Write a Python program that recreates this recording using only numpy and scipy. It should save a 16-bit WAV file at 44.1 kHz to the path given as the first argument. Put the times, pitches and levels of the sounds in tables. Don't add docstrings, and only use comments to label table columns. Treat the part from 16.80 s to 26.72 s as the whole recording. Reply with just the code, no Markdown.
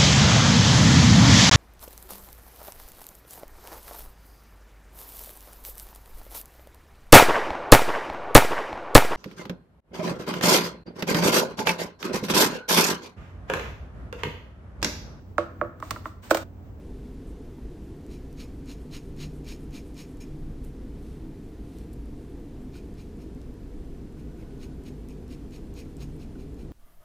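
import sys
import numpy as np
from scipy import signal
from scipy.fft import rfft, irfft
from scipy.io import wavfile
from scipy.ndimage import uniform_filter1d

SR = 44100
rng = np.random.default_rng(int(sys.argv[2]) if len(sys.argv) > 2 else 0)


def transcribe(signal):
    frames = np.atleast_2d(signal).T
    limited = np.clip(frames, -1, 1)
    pcm = np.round(limited * 32767).astype(np.int16)
    wavfile.write(sys.argv[1], SR, pcm)


def volts(x):
    e = np.asarray(x, float) / 20
    return 10 ** e


N = 437472

# time in seconds, level in dB.
AIR_FLOW = [(0.0, -39.5), (1.1, -41.5), (1.21, -49), (1.35, -36.5), (1.41, -43), (3.37, -41), (3.42, -38),
            (4.42, -41), (4.75, -46), (4.86, -33.5), (4.92, -51), (4.97, -41), (6.6, -41.5), (6.99, -36.5),
            (7.15, -42), (9.92, -42.5)]
# loudest moment, rise and fall in seconds, level in dB.
DRONE_SWELLS = [
    (2.42, .14, .14, -46),
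    (3.62, .3, 0.33, -45.5),
    (9.31, 0.21, .12, -45.5),
]
# pitch in Hz, width in Hz, level in dB.
ROOM_MODES = [(81.2, 12.2, -52.5), (105.5, 22, -54), (208.6, 67, -54), (252.4, 15.5, -53.5),
              (277.5, 13.7, -56), (320.2, 12, -54), (354.4, 16.5, -57.5), (392.6, 40.5, -54.5),
              (437.1, 18.6, -61.5), (484.2, 41, -60.5), (678, 5.5, -78), (697, 6.7, -72.5), (954, 110, -81)]
# frequency in Hz, density in dB per Hz.
AIR_SPECTRUM = [(35, -47), (60, 1.5), (81, -14.5), (304, -7.5), (349, -27.5), (430, -16), (517, -24.5),
                (922, -31.5), (1220, -36.5), (1760, -38.5), (2170, -40.5), (11200, -53), (15200, -54.5)]

# start in seconds, peak in dB, pitch in Hz.
KNOCKS = [
    (.089, -56, 905),
    (.782, -53, 915),
    (5.954, -53, 1460),
    (7.624, -57, 2180),
    (9.554, -55.5, 1490),
]
# start in seconds, peak in dB, pitch in Hz.
NIB_TICKS = [(1.265, -53, 7900), (1.5279, -51, 8200), (1.8587, -56, 7100), (2.365, -55, 6910),
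             (2.6464, -55, 6810), (2.9088, -56, 6850), (3.1438, -54, 7320), (3.1782, -50, 6800),
             (3.3714, -57, 7200), (5.8194, -62, 7640), (6.1399, -59, 7160), (6.3714, -65, 7070),
             (6.5487, -57, 7630), (7.3245, -58, 7350), (7.5757, -61, 7010), (7.7792, -61, 6810),
             (8.0375, -52, 7840), (8.287, -45, 7750), (8.4801, -55, 7420), (8.7091, -55, 7710),
             (8.94, -51, 7590), (9.1685, -50, 8060), (9.3651, -59, 9390), (9.7442, -58, 7300)]
# start in seconds, peak in dB, pitch in Hz.
CRACKLES = [
    (3.8427, -49, 10800),
    (3.8484, -49, 10800),
    (4.9861, -54, 7400),
    (5.1316, -51, 7680),
    (5.136, -52, 10500),
    (5.257, -59, 9370),
    (5.4994, -59, 11300),
    (5.5994, -58, 11700),
    (6.7406, -60, 11300),
]
# start in seconds, peak in dB, pitch in Hz.
SNAPS = [
    (4.32, -56, 3000),
    (4.986, -50, 4200),
    (6.616, -45, 3900),
    (8.99, -45, 4300),
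]

# fastest moment, speeding up and slowing down in seconds,
# hiss in dB, papery body in dB.
HAND_SLIDES = [(.485, .03, .05, -69, -79), (1.08, .08, .1, -79, -78), (3.845, .02, 0.072, -69, -65),
               (4.28, .2, .22, -78, -66), (4.66, .1, .08, -78, -78), (4.985, .2, .12, -76, -64.5),
               (5.135, .03, .07, -74, -80), (5.4, .1, .3, -78, -78), (5.84, .06, .05, -78, -74),
               (7.0, .1, .3, -82, -78), (7.75, .1, .05, -83, -73)]
# fastest moment in seconds, hiss in dB.
NIB_SKIMS = [(1.76, -78), (2.03, -75), (2.27, -72), (2.565, -70), (2.825, -72), (3.085, -70), (3.315, -72),
             (6.08, -80), (7.94, -80), (8.2, -79), (8.42, -82), (8.64, -80), (8.88, -78), (9.11, -78),
             (9.33, -77), (9.53, -84), (9.72, -78)]

# fastest moment, speeding up and slowing down in seconds, tine ring in dB,
# weight on the sheet in dB.
STROKES = [(1.334, .055, .05, -63, 0), (1.614, 0.051, .05, -55.5, 2.5), (1.912, 0.058, .045, -56, 1.5),
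           (2.152, 0.047, .05, -52, 2.5), (2.432, 0.069, .05, -52, 2.5), (2.708, 0.069, 0.058, -52, 0.5),
           (2.963, 0.051, .055, -54, 0.5), (3.203, 0.059, .05, -53.5, 0), (3.411, .012, .042, -55, -8.5),
           (5.965, .05, 0.053, -62, 2), (6.205, .045, .035, -63.5, 1), (6.421, .05, .045, -68.5, -1),
           (7.4, .035, .035, -71, 0), (7.61, .04, .04, -70, -2), (7.834, .045, .038, -60.5, 1.1),
           (8.078, .045, .036, -61.5, 1.1), (8.3, .016, .05, -65.5, -5), (8.527, .04, .04, -60, 1.5),
           (8.755, .052, .038, -60.5, 1.5), (8.992, 0.052, .045, -56, 0.5), (9.223, .045, .042, -58.5, 2.2),
           (9.418, .04, .045, -64, 1), (9.611, .035, .04, -67.5, 1), (9.811, .045, .045, -68.5, 1)]
# pitch in Hz, width in Hz, level in dB.
TINE_MODES = [(5170, 400, -2.3), (5540, 290, -2.3), (6560, 300, -0.6), (7200, 570, -7.5)]
# pitch in Hz, width in Hz, level in dB.
GRIT_MODES = [(8250, 2100, 4.5), (10900, 1400, 3.5), (12800, 1400, 0), (14600, 1000, 0)]
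# pitch in Hz, width in Hz, level in dB.
SHEET_MODES = [(965, 410, -8.5), (1540, 500, -8), (1900, 330, -5.5), (2850, 400, -3), (3420, 500, -2.5),
               (3860, 560, -0.5), (4150, 260, 2.5), (4480, 650, -4.5)]

# level in dB against the tine ring, extra dB per dB of strength,
# lateness in seconds, sharpness of the arch, steady drag of mere contact in dB.
TINE_LAW = (-3.1, 0.02, 0.0005, 2.2, -9.5)
GRIT_LAW = (-5.8, -.15, 0.001, 2.4, -11)
SQUEAK_LAW = (-4.5, -.3, .003, 1.5, -9)
SHEET_LAW = (-0.4, -0.05, -.003, 2.9, -16)
# level in dB, extra dB per dB of strength,
# lateness, rise and fall in seconds.
LIFT_LAW = (-21, -.1, .05, .02, .12)
SETTLE_LAW = (-11, -.5, .05, .03, .14)
FIRM_DB = -60

# loudest moment, rise and fall in seconds, level in dB.
WHINE_SWELL = [
    (7.6, .3, 0.59, -70.5),
]
THIN_MOMENTS = [.37, .55, .6, .88, 1.0, 1.12, 3.52, 3.76, 3.8, 3.99, 4.155, 4.265, 5.245, 5.55, 5.7, 6.16,
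                6.51, 6.535, 6.77, 6.97, 7.28, 7.34, 7.705, 7.915, 8.465, 8.9, 9.87, 9.9]
# frequency in Hz, density in dB per Hz.
SIDE_HISS_SPECTRUM = [(300, -15), (600, -7.5), (1500, -4.5), (4700, 2.5), (10000, 0.5), (15000, -7)]


def level(x, db):
    return x * volts(db) / np.sqrt(np.mean(x ** 2))


def band(x, hz, width):
    return signal.lfilter(*signal.iirpeak(min(hz, .45 * SR), hz / width, fs=SR), x)


def double_band(x, hz, width):
    return band(band(x, hz, width), hz, width)


def modes(x, table):
    return sum((-1) ** k * volts(db) * band(x, hz, width) for k, (hz, width, db) in enumerate(table))


def shape(x, table):
    hz, db = np.transpose(table)
    f = np.fft.rfftfreq(N, 1 / SR) + 1
    return irfft(rfft(x) * volts(np.interp(np.log(f), np.log(hz), db)), N)


def noise():
    return rng.standard_normal(N)


def walk(rate):
    hold = int(SR / rate)
    steps = np.repeat(rng.standard_normal(N // hold + 1), hold)
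    return 1.5 * uniform_filter1d(uniform_filter1d(steps, hold), hold)[:N]


def arches(rows, sharpness):
    gain, t = np.zeros(N), np.arange(N) / SR
    for s, rise_s, fall_s, db in rows:
        on = slice(max(int((s - rise_s) * SR), 0), int((s + fall_s) * SR))
        place = (t[on] - s) / np.where(t[on] < s, rise_s, fall_s)
        gain[on] += volts(db) * np.cos(np.pi / 2 * np.clip(place, -1, 1)) ** sharpness
    return gain


def ventilation():
    flow_db = np.interp(np.arange(N) / SR, *np.transpose(AIR_FLOW))

    def resonance(hz, width):
        return level(double_band(noise(), hz, width), 0)

    throb = volts(flow_db - 3.5 + 0.7 * walk(4)) * resonance(52.15, 18)
    drone = (volts(-51) + arches(DRONE_SWELLS, 1.8)) * resonance(147.8, 17)
    sub = volts(flow_db - 3.5 + 0.7 * walk(4)) * resonance(22.9, 12.7)
    out = throb + drone + sub
    for hz, width, db in ROOM_MODES:
        out = out + volts(db + 0.33 * walk(3)) * resonance(hz, width)
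    return out + level(shape(noise(), AIR_SPECTRUM), -44.5)


def taps(table, cycles, crack, gain_db):
    out, t = np.zeros(N), np.arange(900) / SR
    grain = rng.standard_normal((len(table), len(t)))
    for (s, db, hz), g in zip(table, grain):
        fall = t * hz / cycles
        ring = np.sin(2 * np.pi * hz * t)
        snap = crack * double_band(g, 1.2 * hz, 1.5 * hz)
        tap = (ring + snap) * np.exp(-fall) * (1 - np.exp(-8 * fall))
        start = int(s * SR)
        out[start:start + len(t)] += volts(db + gain_db) * tap
    return out


def fibres(rate, scatter_db, patchy_db):
    chance = rng.random(N) < rate / SR
    size = volts(scatter_db * rng.exponential(size=N)) * rng.choice([-1, 1], N)
    return chance * size * volts(patchy_db * walk(250))


def after(law):
    over_db, growth, late_s, rise_s, fall_s = law
    return [(s + late_s, rise_s, fall_s, db + over_db + growth * (db - FIRM_DB)) for s, _, _, db, _ in STROKES]


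def slides():
    rub = fibres(20000, scatter_db=1.5, patchy_db=1.7)
    skims = [(s, .06, .05, db) for s, db in NIB_SKIMS]
    hand_hiss = [(s, rise, fall, db) for s, rise, fall, db, _ in HAND_SLIDES]
    hand_body = [(s, rise, fall, db) for s, rise, fall, _, db in HAND_SLIDES]
    hiss_gain = arches(skims + hand_hiss, 1.5)
    body_gain = arches(after(SETTLE_LAW) + hand_body, 1.4)
    hiss = level(band(band(rub, 8600, 4500), 8600, 6600), 0.39) * hiss_gain
    return hiss + level(band(rub, 2400, 3500), -1.7) * body_gain


def stroked(law, pressed=False):
    over_db, growth, late_s, sharpness, contact_db = law
    rows = [(s + late_s, rise_s, fall_s, db + over_db + growth * (db - FIRM_DB) + pressed * weight_db)
            for s, rise_s, fall_s, db, weight_db in STROKES]
    drag = volts(contact_db) * arches(rows, .25)
    return arches(rows, sharpness) + drag


def pen():
    plucks = fibres(7000, scatter_db=2.0, patchy_db=1.0)
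    chatter = fibres(5000, scatter_db=2.0, patchy_db=1.5)
    tine_gain = stroked(TINE_LAW) + arches(after(LIFT_LAW), 1.3)
    tines = level(modes(plucks, TINE_MODES), 0.93) * tine_gain
    grit = level(modes(plucks, GRIT_MODES), 0.46) * stroked(GRIT_LAW)
    squeak = level(band(band(chatter, 2440, 320), 2440, 1300), -0.3) * stroked(SQUEAK_LAW)
    sheet = level(modes(plucks, SHEET_MODES), 0.95) * stroked(SHEET_LAW, pressed=True)
    nib = squeak - tines - grit - sheet
    for _ in range(2):
        nib = nib - band(nib, 5980, 230)
    return nib


def whine():
    return level(band(noise(), 1480, 39), 0) * arches(WHINE_SWELL, 0.6)


def scene():
    close = pen() + slides()
    close = close + taps(NIB_TICKS + CRACKLES, 4.6, crack=1.7, gain_db=3.5)
    close = close + taps(KNOCKS, 9.6, crack=0.88, gain_db=4.0)
    close = close + taps(SNAPS, 1.6, crack=2.5, gain_db=1.5)
    tail = rng.standard_normal(4000) * np.exp(-np.arange(4000) / SR / 0.016)
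    room = volts(-35.5) * signal.fftconvolve(close, tail)[:N]
    return np.tile(close + room + whine() + ventilation(), (2, 1))


def thin_treble(x):
    hz, s, z = signal.stft(x, SR, nperseg=1024)
    strength = uniform_filter1d(np.mean(abs(z), axis=0), size=3, axis=0)
    strength = uniform_filter1d(strength, size=3, axis=1)
    thinned = np.exp(-((s[:, None] - np.array(THIN_MOMENTS)) / 0.017) ** 2).sum(axis=1)
    drift = np.interp(s, np.arange(N) / SR, walk(8))
    threshold = volts(-101.3 + .7 * drift + 5 * thinned)
    keep = np.clip(5 * (strength / threshold - 1) + .5, .04, 1)
    keep[hz < 12800] = 1
    return signal.istft(z * keep, SR, nperseg=1024)[1][:, :N]


def top_cut(x):
    return signal.sosfilt(signal.butter(12, 16450, fs=SR, output="sos"), x)


def record(dry):
    side = level(shape(noise(), SIDE_HISS_SPECTRUM), -77)
    wide = dry + side * np.array([[1], [-1]])
    steep = signal.ellip(10, .2, 70, 15230, fs=SR, output="sos")
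    mix = thin_treble(signal.sosfilt(steep, wide))
    return top_cut(mix)


dry = scene()
out = record(dry)
transcribe(out)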